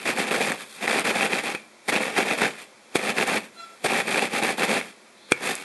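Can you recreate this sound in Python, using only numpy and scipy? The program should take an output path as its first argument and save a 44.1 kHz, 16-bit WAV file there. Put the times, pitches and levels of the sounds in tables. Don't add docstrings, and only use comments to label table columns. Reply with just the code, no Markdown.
import sys
import numpy as np
from scipy import signal
from scipy.fft import rfft, irfft, next_fast_len
from scipy.io import wavfile
from scipy.ndimage import map_coordinates

SR = 44100
rng = np.random.default_rng(int(sys.argv[2]) if len(sys.argv) > 2 else 0)


def to_wav(s):
    ch = np.atleast_2d(s).T
    pcm = np.round(np.clip(ch, -1, 1) * 32767)
    wavfile.write(sys.argv[1], SR, pcm.astype(np.int16))


def convert_level_to_amplitude(level_db):
    exponent = np.asarray(level_db, float) / 20
    return 10 ** exponent


N = 248724
STEP = 32


def unit(x):
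    return x / np.sqrt(np.mean(x ** 2) + 1e-20)


def along(points, hz):
    f, v = np.transpose(points)
    return np.interp(np.log(hz + 1), np.log(f + 1), v)


def curves(rows):
    s, *cols = np.transpose(rows)
    return [np.interp(np.arange(N) / SR, s, c) for c in cols]


def wobble(rate):
    knots = rng.standard_normal(int(N * rate / SR) + 4)
    return map_coordinates(knots, [np.arange(N) * rate / SR])


def filtered(x, response):
    m = next_fast_len(N + SR // 2)
    return irfft(rfft(x, m) * response(np.fft.rfftfreq(m, 1 / SR)), m)[..., :N]


def body(x, modes):
    def response(f):
        total = 0
        for k, (centre, width, db) in enumerate(modes):
            loss = 1j * f * width
            total = total + (-1) ** k * convert_level_to_amplitude(db) * loss / (centre * centre - f * f + loss)
        return total
    return filtered(x, response)


def ringing(modes, t):
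    t = np.maximum(t, 0)
    tones = sum(convert_level_to_amplitude(db - 60 * t / t60) * np.sin(2 * np.pi * hz * t) for hz, db, t60 in modes)
    return tones * (1 - np.exp(-t / 0.00029))


def bursts(starts, t60):
    t = np.arange(SR // 20) / SR
    return signal.fftconvolve(starts, convert_level_to_amplitude(-60 * t / t60))[:N] * rng.standard_normal(N)


def breaking(rate, spread_db):
    chance, size = rng.random(N), rng.exponential(size=N)
    sign = np.sign(rng.standard_normal(N))
    return (chance < rate / SR) * convert_level_to_amplitude(np.minimum(size, 4) * spread_db) * sign


def impulses(times, db):
    return np.bincount(np.round(np.asarray(times) * SR).astype(int), convert_level_to_amplitude(np.asarray(db)), N)[:N]


def scattered(level_db, count, above_db, scatter_db, range_hz):
    chance = rng.random((count, 3))
    work = np.cumsum(convert_level_to_amplitude(level_db))
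    at = np.minimum(np.searchsorted(work, chance[:, 0] * work[-1]), N - 1)
    size_db = level_db[at] + above_db - scatter_db * np.log(chance[:, 1] + 0.15)
    low_hz, high_hz = range_hz
    return np.transpose([at / SR, size_db, low_hz + (high_hz - low_hz) * chance[:, 2]])


# f/Hz, level/dB per Hz
AIR = [(35, -66), (60, -16), (180, -17), (215, -5.5), (262, -13), (416, -8.5), (454, -15), (518, -8.5),
       (565, -10.5), (1590, -16.5), (2310, -12.5), (2880, -18.5), (11500, -27), (15000, -59), (22000, -120)]
# t/s, level/dB
SLIDE = [
    (5.12, -74),
    (5.2, -58),
    (5.29, -55),
    (5.32, -70),
]


def hum():
    hum_db = -52.5
    air = filtered(rng.standard_normal(N), lambda hz: convert_level_to_amplitude(along(AIR, hz)))
    stir = convert_level_to_amplitude(1.4 * wobble(6.2)) * body(rng.standard_normal(N), [(710, 810, 12.5), (2200, 740, -5.5)])
    rub = body(rng.standard_normal(N), [(3440, 370, 0), (4300, 500, -2)])
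    slide = convert_level_to_amplitude(curves(SLIDE)[0] + 1.5 * wobble(200)) * unit(rub)
    return convert_level_to_amplitude(hum_db) * (unit(air) + 0.2 * unit(stir)) + slide


# f/Hz, t60/s
ROOM_DECAY = [(200, 0.4), (2400, 0.13), (10000, 0.066)]


def kitchen(x):
    hz, t, z = signal.stft(rng.standard_normal(SR // 2), SR, nperseg=256)
    decay = convert_level_to_amplitude(-60 * t / along(ROOM_DECAY, hz)[:, None])
    tail = signal.istft(z * decay, SR, nperseg=256)[1]
    delayed = np.pad(x, (200, 0))
    return signal.fftconvolve(delayed, tail / np.linalg.norm(tail))[:N]


# t/s, second partial level/dB, sixth partial level/dB
SQUEAK_LEVELS = [
    (3.55, -67, -72),
    (3.58, -50, -48),
    (3.6, -45, -45),
    (3.622, -44, -54),
    (3.642, -43, -56),
    (3.668, -53, -65),
    (3.705, -51, -67),
    (3.742, -54, -68),
    (3.77, -66, -76),
]
# multiple of the axle pitch, level/dB
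AXLE_PARTIALS = [(1, -11), (2, 0), (3, -15), (4, -15), (5, -9), (6, -1.5), (7, -20), (8, -19), (9, -23),
                 (10, -19), (11, -20), (12, -27), (13, -23)]


def squeak():
    axle_hz, grip_per_s, grip_at_s, grip_depth_db = 677.5, 29.5, 3.603, 5
    second_db, sixth_db = curves(SQUEAK_LEVELS)
    t = np.arange(N) / SR
    gate = (t > SQUEAK_LEVELS[0][0]) * (t < SQUEAK_LEVELS[-1][0])
    pitch_hz = axle_hz * (1 + .003 * wobble(150) + .004 * wobble(30))
    phase = 2 * np.pi * np.cumsum(pitch_hz) / SR
    beat_db = grip_depth_db * np.cos(2 * np.pi * grip_per_s * (t - grip_at_s))
    others_db = .7 * second_db + .3 * sixth_db + 2.5
    out = np.zeros(N)
    for k, db in AXLE_PARTIALS:
        if k == 2:
            level_db = second_db + beat_db
        elif k == 6:
            level_db = sixth_db
        else:
            level_db = others_db + 3 * wobble(50)
        out += convert_level_to_amplitude(db + level_db) * np.sin(k * phase + k * k)
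    return gate * np.sqrt(2) * out


# t/s, thud level/dB, clack level/dB, ring level/dB, ring f/Hz
BLOWS = [
    (1.547, -24, -14, -22, 2520),
    (2.955, -10.5, -6.5, -40, 2300),
    (5.3191, -8.5, 1, -15, 2370),
]
# f/Hz, level/dB, t60/s
THUD_MODES = [(378, 6.5, 0.014), (480, -14, 0.09)]
# f/Hz, level/dB, t60/s
CLACK_MODES = [(1520, 1.5, 0.005), (2320, -2.5, 0.012), (3310, -7, 0.01), (4280, -11, 0.0074),
               (5400, -17, 0.0062), (8980, -17, 0.012)]
# share of ring pitch, level/dB, t60/s
RING_MODES = [(1, -5, 0.1), (.94, -17, 0.32), (1.04, -22, 0.06)]


def knocks():
    clack_lag_s = .0018
    out, t = np.zeros(N + SR), np.arange(SR // 3) / SR
    for s, thud_db, clack_db, ring_db, hz in BLOWS:
        modes = [(share * hz, db, t60) for share, db, t60 in RING_MODES]
        ring = ringing(modes, t - clack_lag_s) * convert_level_to_amplitude(1.5 * wobble(120)[:len(t)])
        wood = convert_level_to_amplitude(clack_db) * ringing(CLACK_MODES, t - clack_lag_s) + convert_level_to_amplitude(ring_db) * ring
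        out[round(s * SR):][:len(t)] += convert_level_to_amplitude(thud_db) * ringing(THUD_MODES, t) + wood
    return out[:N]


def swell(start, hold, db, drift_db, edges):
    rise_db_per_s, fall_db_per_s = edges
    t = np.arange(0, N + STEP, STEP) / SR - start[:, None]
    hold = hold[:, None]
    shape_db = drift_db[:, None] * (np.clip(t / hold, 0, 1) - .5)
    shape_db = shape_db - rise_db_per_s * np.maximum(-t, 0) - fall_db_per_s * np.maximum(t - hold, 0)
    return convert_level_to_amplitude(2 * np.maximum(db[:, None] + shape_db, -120))


# t/s, hold/s, crush level/dB, drift over hold/dB
LEANS = [(0.187, 0.06, -26, -6), (0.835, 0.019, -27, -1.5), (1.155, 0.101, -23.5, 3.5),
         (1.319, 0.074, -26, -1.5), (1.447, 0.067, -28.5, 0.5), (2.013, 0.118, -30.5, -11),
         (2.18, 0.053, -24, -9), (2.982, 0.122, -28.5, 8), (3.184, 0.045, -22.5, -0.5),
         (3.326, 0.04, -24, 5), (3.89, 0.117, -25.5, 2.5), (4.083, 0.105, -25, 3.5),
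         (4.228, 0.039, -26, -7), (4.336, 0.053, -25.5, 2.5), (4.694, 0.094, -25, -2),
         (5.435, 0.082, -27, 2.5)]
# t/s, hold/s, crush level/dB, drift over hold/dB
BITES = [(0.054, 0.044, -24, 7.5), (0.268, 0.011, -30, 8), (0.31, 0.063, -23, -1.5),
         (0.407, 0.114, -25, -5), (0.876, 0.121, -23, -1), (1.047, 0.054, -23, 1), (1.922, 0.039, -22.5, 2),
         (2.254, 0.079, -26, 4), (2.378, 0.027, -28, -2.5), (2.413, 0.043, -21.5, 0), (3.268, 0.04, -25, 0),
         (4.424, 0.087, -24, -2), (4.578, 0.06, -24.5, 5.5)]
# t/s, hold/s, crush level/dB, counter thud level/dB, film level/dB
TOUCHDOWNS = [
    (1.544, .008, -33, 0.5, -6.5),
    (1.886, .012, -22, 1, -2.5),
    (2.954, .012, -25, 1, 0.5),
    (3.846, .018, -24, 5, -1),
    (5.312, .008, -35, -3, 2),
]
# t/s, hold/s, crush level/dB, drift/dB, film level over a push/dB
SETTLINGS = [(0, .045, -39, 0, 3), (0.557, .059, -42.5, 2, 4.5), (0.615, .006, -37.5, -0.5, 4),
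             (0.662, .14, -49.5, 6.5, 12), (1.57, .07, -47, -11.5, -3), (1.858, 0.022, -54.5, 5, 11),
             (2.491, .1, -43, -2.5, 2), (2.594, .03, -42, -0.5, 5), (2.928, 0.014, -50, -0.5, 1.5),
             (3.4, .049, -44.5, 3.5, 2), (3.549, .25, -56.5, -4, 5.5), (3.827, .016, -45, 7.5, 4.5),
             (4.822, .077, -42, -4.5, 0.5), (5.301, 0.013, -46, 3.5, 0.5), (5.322, .1, -41, -3, -8),
             (5.542, .085, -39, -1.5, 1)]
# t/s, counter thud level/dB, film level/dB
PLACES = [
    (0, 0.9, -6.5),
    (.75, 0, -7),
    (1.8, 0.2, -8),
    (2.9, 1.6, -6.5),
    (3.8, 0.8, -6),
    (5.0, 0, -3.5),
]


def pressure():
    rustle_thud_db = -5.5
    film_lag, firm_db = 0.13, -29.5
    lean, bite, land, rustle, place = (np.transpose(rows) for rows in
                                       (LEANS, BITES, TOUCHDOWNS, SETTLINGS, PLACES))
    # rise, fall in dB/s
    power = np.vstack([swell(*lean, (410, 470)),
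                       swell(*bite, (1900, 360)),
                       swell(*land[:3], 0 * land[0], (2200, 800)),
                       swell(*rustle[:4], (490, 295))])
    push_s = np.r_[lean[0], bite[0]]
    on_push = np.searchsorted(place[0], push_s, "right") - 1
    on_rustle = np.searchsorted(place[0], rustle[0], "right") - 1
    event_thud_db = np.r_[place[1][on_push], land[3], rustle_thud_db + place[1][on_rustle]]
    event_film_db = np.r_[place[2][on_push], land[4], rustle[4] + place[2][on_rustle]]
    total = power.sum(0)
    crush_db = 10 * np.log10(total)
    lag_db = -film_lag * np.maximum(crush_db - firm_db, -12)
    thud_db = event_thud_db @ power / total
    film_db = event_film_db @ power / total + lag_db
    return [np.repeat(db, STEP)[:N] for db in (crush_db, thud_db, film_db)]


# t/s, peak level/dB, f/Hz
CREASES = [(0.1845, -20, 8800), (0.1968, -18, 8000), (0.4568, -20, 8500), (0.5197, -18, 8200),
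           (0.9954, -10, 8500), (1.008, -17, 8800), (1.2486, -18, 9400), (1.2556, -19, 8900),
           (1.438, -22, 9200), (1.4575, -23, 8800), (1.8876, -20, 9100), (1.8913, -18, 8800),
           (1.8942, -20, 8200), (2.0275, -21, 8300), (2.0439, -21, 9000), (2.379, -22, 7700),
           (2.4184, -20, 8000), (2.9564, -22, 8700), (2.9596, -14, 7900), (3.2757, -19, 9100),
           (4.0879, -21, 8500), (4.1078, -20, 8400), (4.1603, -20, 7900), (4.1934, -17, 8500),
           (4.4361, -16, 9000), (4.6509, -21, 8400), (5.3145, -23, 9300), (5.321, -9, 8500),
           (5.4624, -20, 8100), (5.5535, -12, 8000)]


def snaps():
    tick_t60_s = .0035
    out, t = np.zeros(N + SR), np.arange(SR // 100) / SR
    crush_db, _, film_db = pressure()
    lesser = scattered(crush_db + film_db, count=60, above_db=5, scatter_db=-4, range_hz=(6350, 9400))
    for s, db, hz in np.vstack([CREASES, lesser]):
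        tick = np.sin(2 * np.pi * hz * t) + np.diff(rng.standard_normal(len(t) + 1))
        out[round(s * SR):][:len(t)] += convert_level_to_amplitude(db - 3.5 - 60 * t / tick_t60_s) * tick
    return out[:N]


# f/Hz, width/Hz, level/dB
COUNTER_MODES = [(212, 63, -2), (402.3, 67, -1.5), (507, 66, -1.5), (781, 160, -3.5)]
# t/s, peak level/dB, f/Hz, thud level/dB
LARGE_FLAKES = [(0.0562, -14, 1930, -6), (0.3109, -10, 2540, -6), (0.3436, -9, 1510, -6),
                (0.5198, -11, 1820, -6), (0.8786, -8, 2080, -6), (1.2098, -7, 2510, -6),
                (1.2633, -11, 2510, -6), (1.3326, -6, 2510, -6), (1.8927, -9, 2200, -6),
                (1.955, -9, 2470, -6), (1.9625, -6, 2580, -6), (2.3338, -11, 2440, -6),
                (2.4185, -8, 1590, -6), (2.4307, -9, 2590, -6), (2.4477, -9, 2310, -6),
                (2.9644, -14, 2200, -6), (3.1839, -9, 2630, -6), (3.2007, -10, 2230, -6),
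                (3.2116, -9, 2650, -6), (3.2269, -8, 2530, -6), (3.3718, -12, 2360, -6),
                (3.8602, -12, 1630, -6), (4.1444, -10, 2440, -6), (4.1588, -10, 1630, -6),
                (4.1935, -6, 2570, -6), (4.4269, -12, 2510, -6), (4.4352, -8, 2500, -6),
                (4.6213, -11, 2660, -6), (4.6317, -10, 1610, -6), (4.8125, -15, 2230, -6)]


def cracks():
    click_hz, click_t60_s, lesser_thud_db = 2100, .003, 9.5
    out, t = np.zeros(N + SR), np.arange(SR // 20) / SR
    click = convert_level_to_amplitude(-60 * t / click_t60_s) * np.sin(2 * np.pi * click_hz * t)
    lesser = scattered(pressure()[0], count=90, above_db=3.5, scatter_db=2, range_hz=(1640, 2655))
    lesser_thuds_db = lesser_thud_db + 6 * rng.standard_normal(len(lesser))
    flakes = np.vstack([LARGE_FLAKES, np.c_[lesser, lesser_thuds_db]])
    for s, db, hz, _ in flakes:
        splinter = 0.091 * convert_level_to_amplitude(-60 * t / 0.0021) * rng.standard_normal(len(t))
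        ring = ringing([(hz, -4, .011), (3500, -8, .004)], t)
        out[round(s * SR):][:len(t)] += convert_level_to_amplitude(db) * (splinter - click - ring)
    s, db, _, thud_db = flakes.T
    return out[:N] + body(impulses(s, db + thud_db + 17), COUNTER_MODES)


def propped():
    hush_db, hush_s = 3, .007
    t = np.arange(N) / SR
    s = np.append(np.transpose(LARGE_FLAKES)[0], np.inf)
    ahead = s[np.searchsorted(s, t)] - t
    return -hush_db * np.clip(1.5 - ahead / hush_s, 0, 1)


# f/Hz, width/Hz, level/dB
PIN_MODES = [(1310, 495, -6.5), (1757, 305, -1.5), (2423, 477, -0.5)]
# f/Hz, level/dB per Hz
FILM_SPECTRUM = [(1710, -8), (2900, -8.5), (3420, 2), (4010, -3.5), (4500, -2.5), (5580, -11.5),
                 (8770, -3.5), (11100, -9.5), (12000, 4.5), (12500, -46), (16200, -78), (22000, -120)]


def crush():
    crush_db, thud_db, film_db = pressure()
    shared = unit(bursts(abs(breaking(rate=1500, spread_db=3)), t60=.009))
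    counter = body(shared + 0.98 * unit(breaking(rate=400, spread_db=2.5)), COUNTER_MODES)
    pitched = sum(body(unit(breaking(rate=500, spread_db=2.5)), [mode]) for mode in PIN_MODES)
    pin = body(shared, PIN_MODES) + .9 * pitched
    crinkle = unit(bursts(abs(breaking(rate=3100, spread_db=1.5)), t60=0.0056))
    film = filtered(0.69 * shared + crinkle, lambda hz: convert_level_to_amplitude(along(FILM_SPECTRUM, hz)))
    mix = convert_level_to_amplitude(thud_db - 1.72) * unit(counter) + unit(pin) + convert_level_to_amplitude(film_db - 1.0) * unit(film)
    return convert_level_to_amplitude(crush_db + propped() - 1.48) * mix


def scene():
    near, blows, axle = crush() + cracks() + snaps(), knocks(), squeak()
    to_room = convert_level_to_amplitude(-16.5) * near + convert_level_to_amplitude(-23) * blows + convert_level_to_amplitude(-16) * axle
    return (near + blows + axle + kitchen(to_room) + hum())[None]


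def roll_off(x):
    return signal.sosfilt(signal.butter(12, 12870, fs=SR, output="sos"), x)


# f/Hz, width/Hz
MIC_NOTCHES = [(2890, 198), (7880, 97)]


def record(dry):
    def notch(f):
        return np.prod([(c * c - f * f) / (c * c - f * f + 1j * f * w + 1e-9) for c, w in MIC_NOTCHES], axis=0)

    def bass_cut(f):
        r = f / 120
        return ((1j * r) ** 2 / (1 + 1.4j * r - r ** 2)) ** 2

    x = filtered(dry, lambda f: notch(f) * bass_cut(f))
    rumble = unit(filtered(rng.standard_normal(N), lambda f: 1 / (1 + 1j * f / 60)))
    x = x + 0.055 * x ** 2 + convert_level_to_amplitude(-90) * rumble
    x = x / (1 + abs(x / .97) ** 8) ** (1 / 8)
    x = filtered(x, lambda f: 1 / (1 + (f / 11600) ** 80))
    return roll_off(x)


dry = scene()
out = record(dry)
to_wav(out)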